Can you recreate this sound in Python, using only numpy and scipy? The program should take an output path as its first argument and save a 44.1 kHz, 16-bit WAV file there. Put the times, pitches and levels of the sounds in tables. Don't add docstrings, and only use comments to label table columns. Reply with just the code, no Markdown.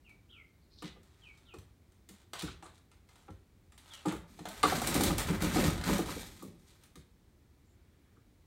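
import sys
import numpy as np
from scipy import signal
from scipy.fft import rfft, irfft, next_fast_len
from scipy.io import wavfile
from scipy.ndimage import uniform_filter1d, map_coordinates

SR = 44100
rng = np.random.default_rng(int(sys.argv[2]) if len(sys.argv) > 2 else 0)


def master(y):
    cut = np.clip(np.atleast_2d(y).T, -1, 1)
    pcm = np.round(cut * 32767)
    wavfile.write(sys.argv[1], SR, pcm.astype(np.int16))


N = 373086
TIME_S = np.arange(N) / SR

# (start [s], length [s], feather hiss [dB], rub [dB], panel shake [dB])
WING_STROKES = [(4.267, .17, -64.5, -72, -60.5), (4.49, 0.13, -54.5, -54.5, -55.5),
                (4.65, 0.11, -39.5, -41, -38.5), (4.825, 0.083, -41.5, -38, -36.5),
                (4.926, 0.15, -38.5, -38.5, -32.5), (5.165, 0.033, -42.5, -39, -43),
                (5.255, 0.04, -45, -38.5, -36), (5.395, .08, -43, -40.5, -34),
                (5.514, 0.16, -38.5, -39, -30.5), (5.84, .095, -40, -39, -35),
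                (5.974, 0.028, -57, -52, -39.5), (6.061, 0.066, -45.5, -49, -49),
                (6.137, 0.067, -47, -70, -54), (6.272, .11, -58.5, -74, -58.5),
                (6.402, 0.037, -61, -74, -47), (6.57, 0.28, -70.5, -76.5, -81)]
# (time [s], level [dB])
WING_EFFORT = [(4.4, -72), (4.72, -48), (5.21, -38), (5.33, -44), (5.77, -40), (5.85, -52), (5.92, -43),
               (6.6, -71.5)]
# (time [s], panel pitch [Hz], touch thud [dB], settling thud [dB], knock [dB], knock centre [Hz])
PANEL_BLOWS = [(0.823, 172, -49, -42.5, -50, 1140), (.96, 227, -60, -64, -65, 600),
               (1.538, 201.4, -51.5, -57.5, -52.5, 1120), (1.564, 86, -59, -50, -75, 890),
               (2.089, 190, -58.5, -56.5, -80, 1000), (2.334, 173, -68, -61.5, -45.5, 1040),
               (2.414, 171, -62, -36.5, -55, 694), (2.429, 71.5, -54, -45, -71, 500),
               (2.478, 164, -53, -59, -50, 1330), (2.626, 190, -58, -69, -54.5, 880),
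               (2.655, 189, -62, -72, -55.5, 1120), (3.281, 176, -51.5, -53.5, -55, 800),
               (3.29, 91, -62, -47.5, -60, 450), (4.054, 173, -31.5, -31.5, -38.5, 904),
               (4.122, 188.6, -42, -44, -46, 1220), (4.389, 171, -55, -47.5, -53.5, 720),
               (4.454, 185, -57, -49.5, -40, 680), (4.635, 172, -30, -41, -23, 1220),
               (4.646, 295, -40, -40, -27, 1150), (4.722, 156, -47.5, -38, -30.5, 716),
               (4.816, 137.7, -42, -50, -36, 730), (4.873, 195, -39, -45, -39, 583),
               (4.951, 161, -30, -38, -35, 617), (5.005, 150, -31, -40, -35.5, 880),
               (5.04, 198, -47, -36.5, -41, 796), (5.1, 164, -37, -31, -37, 794),
               (5.182, 136.8, -41, -43, -45, 890), (5.28, 169, -54, -25, -56, 506),
               (5.42, 166, -39, -29.5, -41, 684), (5.558, 179, -31.5, -36, -34, 647),
               (5.579, 180, -32, -38, -34, 600), (5.63, 170.5, -36, -28, -33.5, 614),
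               (5.66, 161, -45, -30.5, -60, 800), (5.888, 201, -33.5, -30.5, -36.5, 900),
               (5.989, 192.7, -32.5, -39.5, -35, 650), (6.086, 162, -46, -46, -41.5, 1060),
               (6.163, 159, -42, -56, -56, 500), (6.422, 192.4, -46.5, -47.5, -51, 1080),
               (6.954, 159.4, -58.5, -53, -67, 1180), (6.965, 79.2, -65, -55, -73, 600),
               (8.165, 150, -65, -73, -71, 1400)]
# (mean frequency [Hz], level [dB], t60 [s])
PANEL_MODES = [(318, -27, 0.42), (557, -19.5, .25), (670.5, -6, 0.13), (903, -9, 0.043), (1080, -11, 0.098),
               (1195, 5, 0.078), (1277, 2.5, 0.046), (1705, -21.5, 0.13), (1910, -22.5, 0.23)]
# (time [s], level [dB], tilt [dB/octave])
TIP_TICKS = [(.093, -66.5, 1), (.822, -51.5, -1), (1.031, -68, 2), (1.375, -67, 2), (1.539, -58, 0),
             (1.585, -59.5, 3), (1.92, -71, 2), (2.089, -54, 3.5), (2.333, -41.5, 0), (2.393, -45.5, 2),
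             (2.421, -43.5, 1.5), (2.625, -54, -2.5), (2.662, -57.5, -2), (2.915, -63.5, -1),
             (3.089, -64, -0.5), (3.156, -62, 0), (3.304, -64.5, -0.5), (3.721, -61.5, -.5),
             (3.778, -56, 1.5), (4.057, -47.5, 1.5), (4.083, -43.5, -1.5), (4.122, -50.5, 6.5),
             (4.163, -58, 5), (4.39, -54, -1), (4.454, -42.5, -1.5), (4.486, -47.5, 5.5), (4.63, -29, -1.5),
             (4.698, -34.5, -2.5), (4.768, -42.5, 5), (4.817, -38, 6.5), (4.872, -31, 6.5),
             (4.943, -31.5, 5.5), (5.008, -33.5, 4.5), (5.035, -29, 6), (5.181, -32.5, 5),
             (5.421, -37.5, 5.5), (5.555, -37.5, 0.5), (5.639, -35, 0), (5.777, -45, -2),
             (5.812, -42.5, -2.5), (5.838, -38.5, -0.5), (5.96, -42, -3), (5.981, -41, 6), (6.059, -46, .5),
             (6.425, -53.5, 9), (6.836, -60, 5), (6.956, -55.5, 2.5)]
# (start [s], length
# [s], level [dB], centre [Hz], half-width [octaves])
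NOISE_BANDS = [(0.614, .045, -77.5, 4500, 0.081), (0.692, 0.091, -67.5, 4620, 0.19),
               (0.768, 0.076, -58.5, 4600, 0.27), (0.829, 0.079, -50.5, 3240, 0.77),
               (0.944, 0.62, -72, 2370, 1.9), (2.097, 0.16, -67.5, 4970, 4.2),
               (2.34, .074, -51.5, 2180, 1.1), (2.38, 0.06, -45, 3940, 0.81),
               (2.436, 0.11, -54, 3280, 0.94), (2.628, .047, -60, 8300, .3), (2.727, 0.078, -67, 5020, 1.4),
               (3.046, 0.28, -70.5, 3440, 5.3), (3.77, 0.38, -61, 3000, 3.6),
               (3.869, .22, -63.5, 1500, 1.7), (3.93, .03, -50, 8000, 2), (4.056, .087, -45, 1250, 1.25),
               (4.057, 0.06, -52, 8350, 0.21), (6.666, 0.086, -66, 6030, 1.1),
               (6.791, 0.086, -70.5, 1780, 1.3), (7.6, 0.75, -81.5, 1900, 0.65),
               (7.64, .12, -82.5, 7220, .08)]
# (start [s], length [s], level [dB], start pitch [Hz], turn pitch [Hz], end pitch [Hz],
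# lower voice [dB], husk [dB], swell [dB])
PEEP_CALLS = [(0.04, 0.08, -61.5, 3180, 2774, 2253, -24, -9, 13),
              (0.286, 0.14, -59.5, 2440, 3310, 2064, -12, -4, 4.5),
              (1.214, 0.096, -59, 3540, 3150, 2230, -34, -14, 8),
              (1.451, .085, -62.5, 3800, 3520, 2446, -11, -2, 12),
              (3.903, 0.086, -56.5, 3690, 3390, 2660, -9, -14, -15)]
# (frequency [Hz], level [dB])
HISS_SPECTRUM = [(600, -26.5), (1500, -3.5), (2300, 2), (2800, -4), (3800, 3), (5200, -1.5), (7000, -0.5),
                 (9400, -1), (10400, -10.5), (12000, -2.5), (15500, -14.5)]
# (frequency [Hz], level [dB])
RUB_SPECTRUM = [(150, -15), (400, 0.5), (600, 2.5), (850, -0.5), (1250, 0.5), (1550, -1), (2000, -1),
                (3000, -7.5), (6000, -20)]
# (frequency [Hz], level [dB])
SHAKE_SPECTRUM = [(30, -43), (80, -3), (125, -9.5), (170, 1), (220, -2.5), (300, -6.5), (390, -7),
                  (550, -25.5), (1200, -34.5), (4000, -60)]
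# (frequency [Hz], level [dB])
GUST_SPECTRUM = [(10, -32.5), (28, -19.5), (38, -9.5), (47, 2), (60, -4.5), (75, -5.5), (105, -8),
                 (180, -29), (600, -62), (2000, -99)]
# (frequency [Hz], level [dB])
KNOCK_SPECTRUM = [(60, -5), (200, -7.5), (400, 8.5), (800, -7), (1250, -6.5), (1600, -14), (2500, -12.5),
                  (5000, -26), (15000, -55)]
# (frequency [Hz], level [dB])
BOOM_SPECTRUM = [(20, -29.5), (48, -18.5), (65, 2.5), (82, 8), (110, -8.5), (160, -16), (400, -46),
                 (2000, -71)]
# (frequency [Hz], level [dB])
TICK_SPECTRUM = [(100, -32.5), (700, 4.5), (1500, 3), (2700, -1), (3800, 3), (5200, -4.5), (8200, -2),
                 (10500, -8.5), (15500, -16.5)]
# (frequency [Hz], level [dB])
ROOM_TONE_SPECTRUM = [(10, -38.5), (22, -22.5), (32, -9), (48, -0.5), (80, 2), (129, -6.5), (240, -10.5),
                      (372, -13), (500, -21.5), (1000, -27), (1580, -29.5), (2300, -28.5), (2700, -34),
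                      (3960, -32), (4810, -35), (9300, -37.5), (10400, -40), (15500, -39)]
# (frequency [Hz], t60 [s])
ROOM_T60 = [(100, 0.58), (260, 0.27), (700, 0.49), (1840, 0.42), (4850, 0.31), (14000, 0.22)]


def wings(flutter_db=2, quill_db=-7, quills_per_s=70, quill_t60_s=0.0067, air_db=3, gust_db=2):
    _, _, hiss_db, rub_db, shake_db = np.transpose(WING_STROKES)
    pressure = amp(flutter_db * wander(N, 90))
    vanes = unit(colour(pressure * grains(N, 2500, 3.8, 0.95), HISS_SPECTRUM))
    t = np.arange(SR // 50) / SR
    quills = np.zeros(N)
    for _ in range(10):
        catches = grains(N, quills_per_s / 10, 2.7, 0)
        snap = colour(rng.standard_normal(len(t)) * amp(-60 * t / quill_t60_s), TICK_SPECTRUM)
        quills += signal.oaconvolve(catches, snap)[:N]
    hiss = unit(vanes + amp(quill_db) * unit(quills))
    rub = unit(colour(pressure * grains(N, 500, 2.1, 0.32), RUB_SPECTRUM))
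    shake = unit(colour(grains(N, 300, 1.8, 0.49), SHAKE_SPECTRUM))
    effort_db = np.interp(TIME_S, *np.transpose(WING_EFFORT), left=-130, right=-130)
    air_gain = amp(air_db + effort_db + gust_db * wander(N, 14))
    air = unit(colour(rng.standard_normal(N), GUST_SPECTRUM))
    return (hiss * stroke_gain(hiss_db, fall_db_per_s=135)
            + rub * stroke_gain(rub_db, fall_db_per_s=153.5)
            + shake * stroke_gain(shake_db, fall_db_per_s=113)
            + air * air_gain)


def stroke_gain(levels_db, fall_db_per_s, attack_s=0.028):
    power = np.zeros(N)
    for (start_s, length_s, *_), db in zip(WING_STROKES, levels_db):
        attack = np.clip((TIME_S - start_s) / attack_s, 0, 1)
        released_s = np.clip(TIME_S - start_s - length_s, 0, 1)
        power += (attack * amp(db - fall_db_per_s * released_s)) ** 2
    return np.sqrt(power)


def blows(settle_s=0.016, upper_ratio=1.75):
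    out, t = np.zeros(N), np.arange(SR // 3) / SR
    for s, panel_hz, touch_db, settle_db, knock_db, knock_hz in PANEL_BLOWS:
        add(out, s, amp(knock_db) * knock(t, knock_hz))
        add(out, s, amp(touch_db) * thud(t, upper_ratio * panel_hz, upper_ratio))
        add(out, s + settle_s, amp(settle_db) * thud(t, panel_hz, upper_ratio))
    return out


def thud(t, hz, upper_ratio, swell_s=0.01, upper_db=-13, flex_octaves=0.49, boom_db=-16, boom_s=0.028):
    swell = t / swell_s * np.exp(-t / swell_s)
    bend = np.sin(2 * np.pi * hz * t) + amp(upper_db) * np.sin(2 * np.pi * upper_ratio * hz * t)
    band_db = lambda f: -10 * np.log10(1 + (np.log2(f / hz) / flex_octaves) ** 4)
    flex = unit(colour(rng.standard_normal(len(t)), KNOCK_SPECTRUM, band_db))
    flex *= amp(-6) * hz / 250
    boom = colour(rng.standard_normal(len(t)) * t * np.exp(-t / boom_s), BOOM_SPECTRUM)
    return unit_hit(swell * (bend + flex)) + amp(boom_db) * unit_hit(boom)


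def knock(t, centre_hz, ring_db=-6, rattle_t60_s=0.054, contact_s=0.0012,
          crack_db=-3, crack_s=0.0015, off_centre_db=-11, spot_octaves=0.48):
    spot_db = lambda hz: off_centre_db * (1 - np.exp(-(np.log2(hz / centre_hz) / spot_octaves) ** 2))
    ring = np.zeros(len(t))
    for hz, db, t60_s in PANEL_MODES:
        detuned_hz = hz * (1 + 0.06 * rng.standard_normal())
        ring += amp(db + spot_db(hz) - 60 * t / t60_s) * np.sin(2 * np.pi * detuned_hz * t)
    rattle = colour(rng.standard_normal(len(t)) * amp(-60 * t / rattle_t60_s), KNOCK_SPECTRUM, spot_db)
    crack = t / crack_s * np.exp(-t / crack_s) * np.sin(2 * np.pi * centre_hz * t)
    body = (amp(ring_db) * unit_hit(ring) + unit_hit(rattle)) * (1 - np.exp(-t / contact_s))
    return unit_hit(body + amp(crack_db) * unit_hit(crack))


def ticks(snap_t60_s=0.011, drag_db=-17, drag_t60_s=0.132, bite_s=0.001225):
    out, t = np.zeros(N), np.arange(SR // 8) / SR
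    decay = amp(-60 * t / snap_t60_s) + amp(drag_db - 60 * t / drag_t60_s)
    envelope = decay * (1 - np.exp(-t / bite_s))
    for s, db, db_per_octave in TIP_TICKS:
        tilt_db = lambda hz: db_per_octave * np.log2(np.maximum(hz, 500) / 4000)
        snap = colour(grains(len(t), 4000, 3.7, 0.95) * envelope, TICK_SPECTRUM, tilt_db)
        add(out, s, amp(db) * unit_hit(snap))
    return out


def scuffs():
    out = np.zeros(N)
    for s, length_s, db, centre_hz, octaves in NOISE_BANDS:
        count = round(length_s * SR)
        band_db = lambda hz: -12 * np.log10(1 + (np.log2(hz / centre_hz) / octaves) ** 4)
        band = unit(colour(grains(count, 1500, 5, 0.5), TICK_SPECTRUM, band_db))
        add(out, s, amp(db) * band * signal.windows.tukey(count, 0.6))
    return out


def peeps(turn_share=0.16, sag_exponent=1.7, lower_mid_hz=1360, rasp_depth=0.7):
    out = np.zeros(N)
    for s, length_s, db, start_hz, turn_hz, end_hz, lower_db, husk_db, swell_db in PEEP_CALLS:
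        count = round(length_s * SR)
        progress = np.linspace(0, 1, count)
        hook = np.maximum(1 - progress / turn_share, 0) ** 2
        fall = np.clip((1 - progress) / (1 - turn_share), 0, 1) ** sag_exponent
        phase = wavering_phase(end_hz + (turn_hz - end_hz) * fall + (start_hz - turn_hz) * hook)
        husk = (1.15 - progress) * wander(count, 784) * np.sin(1.08 * phase)
        lower = np.sin(wavering_phase(lower_mid_hz * (1.06 - 0.115 * progress)))
        lower *= np.sin(np.pi * progress) * (1 + rasp_depth * wander(count, 440))
        voice = np.sin(phase) + amp(husk_db) * husk + amp(lower_db) * lower
        push = signal.windows.tukey(count, 0.2) * amp(swell_db * progress + 2.1 * wander(count, 150))
        add(out, s, amp(db) * unit(voice * push))
    return out


def wavering_phase(hz):
    return 2 * np.pi * np.cumsum(hz * (1 + 0.02 * wander(len(hz), 700))) / SR


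def room(x, walls_db, tail_db, walls_t60_s=0.057, tail_stretch=1):
    t = np.arange(SR * 3 // 4) / SR
    taps = rng.choice([-1., 1.], len(t)) * (rng.random(len(t)) < 3000 / SR)
    early_taps = taps * (t > 0.002) * amp(-60 * t / walls_t60_s)
    walls = unit(colour(early_taps, [(150, -13.5), (700, 4.5), (15000, -1.5)]))
    late_taps = taps * np.clip((t - 0.012) / 0.016, 0, 1)
    hz, frame_s, bands = signal.stft(late_taps, SR, nperseg=256)
    t60_s = tail_stretch * read(ROOM_T60, hz)[:, None]
    _, tail = signal.istft(bands * amp(-60 * frame_s / t60_s), SR, nperseg=256)
    echoes = (amp(walls_db) * walls + amp(tail_db) * unit(tail[:len(t)])) / np.sqrt(len(t))
    return x + signal.fftconvolve(x, echoes)[:N]


def room_tone(db=-63.5):
    return amp(db) * unit(colour(rng.standard_normal(N), ROOM_TONE_SPECTRUM))


def grains(count, per_s, spread_db, smooth_gain):
    size = amp(spread_db * np.minimum(rng.exponential(1, count), 4))
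    impulses = size * rng.choice([-1, 1], count) * (rng.random(count) < per_s / SR)
    return unit(unit(impulses) + smooth_gain * rng.standard_normal(count))


def wander(count, per_s):
    knots = rng.standard_normal(count)
    return map_coordinates(knots, [np.arange(count) * per_s / SR], order=1)


def colour(x, spectrum, extra_db=lambda hz: 0):
    size = 2 * next_fast_len(len(x) // 2 + 2048)
    hz = np.fft.rfftfreq(size, 1 / SR) + 1
    cepstrum = irfft(np.log(amp(read(spectrum, hz) + extra_db(hz))))
    cepstrum[1:size // 2] *= 2
    cepstrum[size // 2 + 1:] = 0
    return irfft(rfft(x, size) * np.exp(rfft(cepstrum)))[:len(x)]


def read(points, hz):
    knot_hz, value = np.transpose(points)
    return np.interp(np.log(hz + 1), np.log(knot_hz + 1), value)


def amp(db):
    return 10 ** (np.asarray(db) / 20)


def unit(x):
    return x / np.sqrt(np.mean(x ** 2) + 1e-20)


def unit_hit(x):
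    return x / np.sqrt(uniform_filter1d(x ** 2, size=300).max())


def add(mix, s, sound):
    part = mix[max(round(s * SR), 0):][:len(sound)]
    part += sound[:len(part)]


def scene():
    background = room_tone()
    mix = room(blows(), walls_db=-2.5, tail_db=-10)
    mix += amp(1.2) * room(ticks(), walls_db=-3, tail_db=-3.5)
    mix += amp(-2.5) * room(scuffs() + wings(), walls_db=-7.5, tail_db=-8.5)
    mix += amp(-4.5) * room(peeps(), walls_db=-2, tail_db=-4.5, walls_t60_s=0.1, tail_stretch=1.03)
    return (mix + background)[None]


def record(dry, cutoff_hz=15900):
    lowpass = signal.firwin(511, cutoff_hz, window=("kaiser", 9), fs=SR)
    return signal.oaconvolve(dry, lowpass[None], "same")


dry = scene()
out = record(dry)
master(out)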